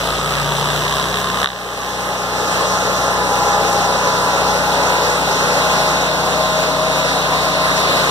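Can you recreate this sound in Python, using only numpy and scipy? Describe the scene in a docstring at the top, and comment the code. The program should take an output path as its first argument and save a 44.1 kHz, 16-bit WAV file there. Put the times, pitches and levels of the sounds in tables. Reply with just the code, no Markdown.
"""A petrol stump grinder roars at full throttle in a garden, its wheel chewing a root.
The wheel strikes something hard, then spins free while the machine backs away. Teeth knock the wheel
into ringing and tear fibres; twin-cylinder exhaust and drive whine are tones geared to the engine;
casing, fan, muffler and a singing panel are band noise. A hand-held recorder mixes two capsules
to stereo and pulls its gain down at the hard strikes."""
import sys
import numpy as np
from scipy import signal
from scipy.fft import rfft, irfft, next_fast_len
from scipy.io import wavfile
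from scipy.ndimage import map_coordinates

SR = 44100
rng = np.random.default_rng(int(sys.argv[2]) if len(sys.argv) > 2 else 0)


def put_to_file(sound):
    """Save the sound as 16-bit audio at rate SR, in the file named by the first command-line argument."""
    columns = np.atleast_2d(sound).T  # one column per channel
    safe = np.clip(columns, -1, 1)
    whole_steps = np.round(safe * 32767)
    wavfile.write(sys.argv[1], SR, whole_steps.astype(np.int16))


N = 357210
STEP = 40   # samples per control step

# A *_MOVE row: value in the hole, change with the lift, change with the turn while backing away.
LIFT_S, TURN_S = (1.27, 2.64), (3.4, 8.1)
PANEL_HZ, PANEL_WIDTH_HZ, PANEL_DB_MOVE = 3825, 447, (-49.5, 9, 9)
GROUND_LAGS_MS, GROUND_BAND_HZ = (0.61, 0.73), [1550, 6800]
GROUND_SHARES_MOVE = [(0.02, -0.15, -0.16), (0.022, 0.17, -0.081)]   # signed, a row per capsule

# four-stroke engine, recovering as the load comes off, then hunting: time_s, cycle_hz
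ENGINE_SPEED = [(0, 28.3), (.62, 29.3), (1.0, 30.3), (1.3, 30.65), (1.55, 30.45), (2.5, 30.91),
                (3.75, 30.67), (4.4, 30.77), (4.8, 30.72), (5.25, 30.54), (5.8, 30.48), (6.5, 30.51),
                (7.4, 30.72), (7.8, 30.55), (8.1, 30.5)]
# roar of casing, fan and muffler: freq_hz, density_db
ROAR_SPECTRUM = [(40, -34), (100, -1), (220, -2.5), (380, 0.5), (550, 6.5), (900, 0.5), (1400, -3.5),
                 (2000, -8.5), (2500, -10), (2900, -14.5), (3300, -13), (3800, -8.5), (4500, -10),
                 (5500, -11), (7000, -19), (10000, -14.5), (15500, -9.5)]
# roar parts (rumble, roar, clatter, fizz, rasp, whirr, hiss): centre_hz
ROAR_PARTS_HZ = [250, 900, 1700, 2900, 3800, 6000, 11000]
# per roar part: hole_db, lift_change_db, turn_change_db
ROAR_PARTS_DB_MOVE = [(-25, 2, 0.5), (-23.5, 4.5, 0), (-21, 2.5, 2), (-17.5, -3.5, 3), (-20, 0, 4),
                      (-20, 5.5, -1.5), (-15.5, -0.6, 1.8)]
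# roar as the distance shifts: time_s, gain_db
ROAR_NEARNESS = [(0, 2), (.7, 2.5), (1.4, 1.5), (1.9, 3), (2.3, 2), (2.62, 3.5), (2.9, 2), (3.2, 1.5),
                 (3.45, 3), (3.8, 2.34), (4.3, 2.3), (4.8, 1.5), (5.3, 2), (5.8, 2), (6.1, .5), (6.5, -0.5),
                 (6.9, 0), (7.3, .5), (8.1, 2)]
# likeness of the roar at the two capsules: freq_hz, coherence
ROAR_COHERENCE = [(60, 0.6), (250, 0.7), (800, 1), (2000, 0.4), (5000, 0), (9000, 0), (15000, 0.4)]

# wheel whine: multiple of the tooth-group rate
WHEEL_ORDERS = [4, 6, 7, 8, 9, 9, 9, 12, 12, 15, 15, 15, 15]
# per wheel order, swelling as a side of the machine faces the listener: peak_db, centre_s, width_s
WHEEL_SWELLS = [(-40.5, 7.4, 2.4), (-37.5, 3.05, 2.34), (-35, 4.66, 2.46), (-34.5, 3.7, 1.2),
                (-28, 6.72, 0.48), (-31, 5.87, 0.28), (-29, 7.5, 0.37), (-31, 2.65, .9), (-31, 5.02, 1.17),
                (-33.5, 5.52, 0.58), (-30.5, 6.62, 0.29), (-30.5, 8.05, 0.72), (-34, 2.84, 1.6)]
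# engine whine: multiple of the cycle rate
ENGINE_ORDERS = [4, 5, 5, 32, 40, 44, 44, 48, 56]
# per engine order: peak_db, centre_s, width_s
ENGINE_SWELLS = [(-36.5, 1.8, 2.5), (-26.5, 0.59, 0.34), (-34, 6.7, 3.9), (-34.5, 0.48, 0.1),
                 (-35, 2.57, 1.44), (-34.5, 3.7, 1.34), (-37.5, 0.18, 0.37), (-39, 5.4, 1.64),
                 (-40, 2.7, 1.3)]
# hydraulic drive whine: multiple of the cycle rate
PUMP_ORDERS = [24.97, 26.54, 26.54, 26.54, 29.55, 32.45, 32.45, 32.45, 32.45]
# per pump order: peak_db, centre_s, width_s
PUMP_SWELLS = [(-38.5, 6.6, 1.07), (-26, 3.58, 0.31), (-37, 1.96, 0.47), (-32.5, 4.5, .3), (-37, 5.1, 1.7),
               (-28, 3.33, 0.23), (-29, 4.15, .3), (-30, 4.9, 0.16), (-34.5, 7.2, 0.56)]

# exhaust tones: multiple of the cycle rate
EXHAUST_ORDERS = [2, 3, 6, 7, 8, 9, 10, 12, 14]
# per exhaust order: relative_db
EXHAUST_ORDER_DB = [-3.5, -17, -5.5, -18.5, -16.5, -16.5, -25, -26.5, -21]
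# per exhaust order, under the opening load: change_db
EXHAUST_LOAD_DB = [5, 2, -0.2, 7, -3.5, -4, .1, 5, 10]
EXHAUST_DB_MOVE = (-30, 0.7, -2.5)
GROUPS_PER_CYCLE, SLIP_PER_CYCLE, GRIP_S = 2.293, 0.055, 1.2   # tooth groups; belt slip dies away

# modes of wheel and guard: freq_hz, gain_db, t60_s
WHEEL_MODES = [(1760, 1.5, 0.0047), (1180, -13, 0.019), (3120, -6.5, 0.0029), (3720, 0.5, 0.0061),
               (5840, -29, .005), (8700, -35, 0.0032)]
# teeth in the wood: time_s, bite_db, rasp_hz
WOOD_BITE = [(0, -34, 1253), (.35, -28.5, 1240), (.5, -29.5, 1130), (.7, -29.5, 1178), (1.0, -28.5, 1127),
             (1.25, -31.5, 1100), (1.35, -32, 1130), (1.43, -27.5, 1133), (1.5, -34, 1125),
             (1.8, -31, 1132), (2.5, -47, 1140)]
# tooth groups biting harder grain: near_s, impulse_db
WOOD_KNOTS = [(0.0389, -19.5), (0.0857, -20), (0.1017, -16), (0.2883, -18), (0.5208, -16), (0.5667, -18),
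              (0.6116, -14), (0.657, -15), (0.7038, -15), (0.7617, -17), (0.8804, -16), (0.9109, -16),
              (0.9528, -18), (0.9677, -18), (1.0126, -19), (1.0411, -13), (1.1423, -12.5), (1.1718, -14),
              (1.1853, -15), (1.2287, -22), (1.2436, -15), (1.2711, -16), (1.3005, -14), (1.3444, -15)]
# blows on something hard, group after group, then now and again: start_s, impulse_db
HARD_STRIKES = [(1.4165, -15), (1.4303, -11), (1.4443, -4.5), (1.459, 0.5), (1.4729, -3), (1.4886, -9),
                (1.5028, -8), (1.5184, -16), (1.5316, -14), (1.547, -29), (1.5612, -14), (1.6148, -20),
                (1.678, -20), (1.705, -27)]
HARD_SPAN_S, FIRST_FULL_BLOW_S = (1.41, 1.565), 1.4447

# stereo equaliser and notch leak: freq_hz, mid_db, side_db, mid_leak, side_leak
MID_SIDE_PATHS = [(57, 13.5, -13.5, 0.11, .12), (250, 10.5, -6, 0.26, .12), (750, 5, -7, 0.1, 0.13),
                  (1640, 4.5, 8.5, 0.026, 0.19), (2450, 4, 6, 0.017, .2), (2800, 6.5, 11, 0.1, .25),
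                  (3620, 4.5, 5, 0.44, 0.1), (4800, 1.5, 1, 0.45, 0.17), (7120, 2.5, 3, 0.43, 0.18),
                  (14000, -16, -15, 0.22, 0.16)]
MATRIX_DELAY_MS, CUTOFF_HZ = 0.4346, 15620
LEAK_MOVE = (0.57, 0.11, 0.32)   # grows as the machine goes off axis
CAPSULE_2_DB_MOVE, CAPSULE_2_LAG_MS_MOVE = (-2, 2.5, 1), (0.034, -0.072, 0.035)


def from_db(db):
    """Decibels to gain."""
    return 10 ** (np.asarray(db) / 20)


def unit_rms(x):
    """Scale to rms 1."""
    return x / np.sqrt(np.mean(x ** 2) + 1e-20)


def in_time(rows):
    """Table columns, interpolated per sample."""
    times_s, *columns = np.transpose(rows)
    return [np.interp(np.arange(N) / SR, times_s, column) for column in columns]


def at_hz(rows, hz, column=1):
    """A table column, interpolated over log frequency."""
    table = np.array(rows)
    return np.interp(np.log(hz), np.log(table[:, 0]), table[:, column])


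def per_sample(control):
    """Control steps to samples."""
    return np.interp(np.arange(N) / STEP, np.arange(len(control)), control)


def moved(row):
    """A *_MOVE row, per sample."""
    hole, lift, turn = row
    t = np.arange(N) / SR
    return hole + lift * np.interp(t, LIFT_S, (0, 1)) + turn * np.interp(t, TURN_S, (0, 1))


def filtered(x, order, hz, kind):
    """Butterworth filter."""
    return signal.sosfilt(signal.butter(order, hz, kind, fs=SR, output="sos"), x)


def drift(rate_hz):
    """Slow random control, rms 1."""
    pole = np.exp(-2 * np.pi * STEP * rate_hz / SR)
    settle = 2000
    white = rng.standard_normal(N // STEP + 1 + settle)
    return unit_rms(signal.lfilter([1], [1, -2 * pole, pole * pole], white)[settle:])


def tone(turns, rms, waver_db, wobble_rad):
    """A sine on a phase control, wavering in level and phase."""
    phase = 2 * np.pi * (turns + rng.random()) + wobble_rad * (drift(3.4) + 0.59 * drift(10.7))
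    amplitude = np.sqrt(2) * rms * from_db(waver_db * drift(8.1))
    return per_sample(amplitude) * np.sin(per_sample(phase))


def panel():
    """A panel sings in the air stream: flickering noise in one resonance."""
    band_hz = [PANEL_HZ - PANEL_WIDTH_HZ / 2, PANEL_HZ + PANEL_WIDTH_HZ / 2]
    level_db = moved(PANEL_DB_MOVE) + per_sample(1.2 * drift(4))
    return from_db(level_db) * unit_rms(filtered(rng.standard_normal((2, N)), 1, band_hz, "band"))


def with_ground_echo(x):
    """Treble arrives again off the ground, with its own lag at each capsule."""
    late = [np.pad(one, (round(ms * SR / 1000), 0))[:N] for one, ms in zip(x, GROUND_LAGS_MS)]
    shares = [moved(row) for row in GROUND_SHARES_MOVE]
    return x + shares * filtered(late, 1, GROUND_BAND_HZ, "band")


def roar(cycles):
    """Casing, fan and muffler: flickering third-octave noise, puffed by the firings."""
    nearness_db, = in_time(ROAR_NEARNESS)
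    parts_db = np.array([moved(row) + nearness_db for row in ROAR_PARTS_DB_MOVE])[:, ::STEP]
    edges_hz = 41 * 2 ** np.arange(0, 8.7, 1 / 3)
    sway_db = 0.5 * drift(3)
    phase = 2 * np.pi * cycles
    firing_db = 0.32 * (np.cos(2 * phase) + 0.6 * np.cos(phase + 1) + 0.5 * np.cos(4 * phase))
    white = rng.standard_normal((2, 2, N))
    out = 0
    for k, (low, high) in enumerate(zip(edges_hz, edges_hz[1:])):
        hz = np.sqrt(low * high)
        first, unrelated = filtered(white[k % 2], 2, [low, high], "band")
        coherence = np.clip(at_hz(ROAR_COHERENCE, hz), 0, 1)
        second = coherence * first + np.sqrt(1 - coherence ** 2) * unrelated
        weights = [np.interp(np.log(hz), np.log(ROAR_PARTS_HZ), part) for part in np.eye(len(parts_db))]
        level_db = at_hz(ROAR_SPECTRUM, hz) + np.dot(weights, parts_db) + 6
        flicker_db = sway_db + 1.15 * drift(9) + firing_db
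        out = out + per_sample(from_db(level_db + flicker_db)) * np.array([first, second])
    return out


def whine(orders, swells, turns, wobble_rad=1.0, waver_db=2.0, flatness=2):
    """Tones of a rotating part, each swelling and fading; low orders waver less."""
    t = np.arange(len(turns)) * STEP / SR
    out = 0
    for order, (peak_db, centre_s, width_s) in zip(orders, swells):
        swell = from_db(peak_db) * np.exp(-0.5 * np.abs((t - centre_s) / width_s) ** flatness)
        unrest = min(order / 12, 1)
        out = out + tone(order * turns, swell, waver_db * unrest, wobble_rad * unrest)
    return out


def exhaust(cycles):
    """Low orders of the uneven twin firing; the load eases as the belt grips."""
    level_db = moved(EXHAUST_DB_MOVE)[::STEP]
    load = np.exp(-np.arange(len(cycles)) * STEP / SR / GRIP_S)
    return sum(tone(k * cycles, from_db(db + level_db + load_db * load), waver_db=1.2, wobble_rad=0.051)
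               for k, db, load_db in zip(EXHAUST_ORDERS, EXHAUST_ORDER_DB, EXHAUST_LOAD_DB))


def wheel_ring(impulses, low_cut_hz=800):
    """Impulses ring the wheel and guard; a small wheel radiates no bass."""
    out = 0
    for hz, gain_db, t60_s in WHEEL_MODES:
        radius, angle = 10 ** (-3 / (t60_s * SR)), 2 * np.pi * hz / SR
        feedback = [1, -2 * radius * np.cos(angle), radius ** 2]
        out = out + from_db(gain_db) * signal.lfilter([0, np.sin(angle)], feedback, impulses + 1e-18)
    return filtered(out, 2, low_cut_hz, "high")


def wood_knocks(groups, spread_db=1.6):
    """Each tooth group knocks the wheel as it meets the root, harder at knots."""
    bite_db, _ = in_time(WOOD_BITE)
    arrivals = np.diff(np.floor(groups), prepend=np.floor(groups[0]))
    scatter_db = spread_db * np.clip(rng.standard_normal(N), -2, 2)
    impulses = arrivals * from_db(bite_db + 10.5 + scatter_db)
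    onsets = np.flatnonzero(arrivals)
    for near_s, impulse_db in WOOD_KNOTS:
        nearest = onsets[np.argmin(np.abs(onsets - near_s * SR))]
        impulses[nearest] = from_db(impulse_db)
    impulses[round(HARD_SPAN_S[0] * SR):round(HARD_SPAN_S[1] * SR)] = 0   # hard strikes take over
    return wheel_ring(impulses)


def tearing_fibres(groups, rasp_width_hz=130):
    """Each tooth group tears fibres: a burst of hiss and a pitched rasp."""
    bite_db, rasp_hz = in_time(WOOD_BITE)
    burst = np.exp(-5 * (groups % 1)) + 0.35 * np.exp(-5 * ((groups + 0.5) % 1))
    hiss = filtered(rng.standard_normal((2, N)), 1, [2500, 11000], "band")
    roughness = filtered(rng.standard_normal((2, N)), 1, rasp_width_hz / 2, "low")
    phase = 2 * np.pi * np.cumsum(rasp_hz) / SR
    rasp = roughness[0] * np.cos(phase) + roughness[1] * np.sin(phase)
    return from_db(bite_db) * (from_db(11) * burst * hiss + from_db(22) * (0.68 + 0.57 * burst) * rasp)


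def hard_strikes(crumble_ms=1.5, crumble_share=0.1, contact_hz=4000):
    """Hard blows ring the wheel; each crumbles briefly and is slightly blunt."""
    impulses = np.zeros(N)
    for start_s, impulse_db in HARD_STRIKES:
        impulses[round(start_s * SR)] = -from_db(impulse_db)
    pole = np.exp(-1000 / (crumble_ms * SR))
    crumbling = signal.lfilter([crumble_share], [1, -pole], impulses) * rng.standard_normal(N)
    return wheel_ring(filtered(impulses + crumbling, 2, contact_hz, "low"))


def scene():
    """The grinder at the two capsules."""
    cycle_hz, = in_time(ENGINE_SPEED)
    cycles = (np.cumsum(cycle_hz) / SR)[::STEP]
    gearing = GROUPS_PER_CYCLE - SLIP_PER_CYCLE * np.exp(-np.arange(N) / SR / GRIP_S)
    groups = np.cumsum(cycle_hz * gearing) / SR   # tooth groups passed
    groups -= groups[round(FIRST_FULL_BLOW_S * SR)]   # one arrives on that blow
    whines = (whine(WHEEL_ORDERS, WHEEL_SWELLS, groups[::STEP], flatness=3)
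              + whine(ENGINE_ORDERS, ENGINE_SWELLS, cycles)
              + whine(PUMP_ORDERS, PUMP_SWELLS, cycles, wobble_rad=0.4, waver_db=1.5, flatness=4))
    tones = whines + exhaust(cycles)
    cutting = hard_strikes() + wood_knocks(groups) + tearing_fibres(groups)
    first, second = tones + cutting + with_ground_echo(roar(cycles)) + panel()
    read_at = np.arange(N) - moved(CAPSULE_2_LAG_MS_MOVE) * SR / 1000
    second = map_coordinates(second, [read_at], order=2, mode="nearest")
    return np.array([first, from_db(moved(CAPSULE_2_DB_MOVE)) * second])


def gain_control(x, ceiling_db=1, attack_ms=0.16, release_s=0.68):
    """Peaks over the ceiling pull the gain down fast; it creeps back exponentially."""
    peak_db = 20 * np.log10(np.abs(x).max(axis=0) + 1e-9)
    over_db = np.maximum(peak_db - ceiling_db, 1e-3)
    fall = np.arange(N) / SR / release_s
    held_db = np.exp(np.maximum.accumulate(np.log(over_db) + fall) - fall)
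    pole = np.exp(-1000 / (attack_ms * SR))
    return x * from_db(-signal.lfilter([1 - pole], [1, -pole], held_db))


def record(dry):
    """Delay-and-subtract makes mid, delay-and-add side; a leak fills their interleaved notches."""
    size = next_fast_len(N + 4096)
    hz = np.maximum(np.arange(size // 2 + 1) * SR / size, 1)
    mid_db, side_db, mid_leak, side_leak = (at_hz(MID_SIDE_PATHS, hz, c) for c in (1, 2, 3, 4))
    half_phase = np.pi * hz * MATRIX_DELAY_MS / 1000
    subtract, add = np.sin(half_phase), np.cos(half_phase)
    spectra = rfft(dry, size) * from_db([mid_db, side_db])
    combed = irfft(spectra * [subtract, add], size)[:, :N]
    leak = irfft(spectra * 1j * [mid_leak * add, side_leak * subtract], size)[:, :N]
    mid, side = combed + moved(LEAK_MOVE) * leak
    stereo = np.clip(gain_control(np.array([mid + side, mid - side])), -1, 1)
    return signal.sosfilt(signal.cheby2(24, 60, CUTOFF_HZ, fs=SR, output="sos"), stereo)


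dry = scene()
out = record(dry)
put_to_file(out)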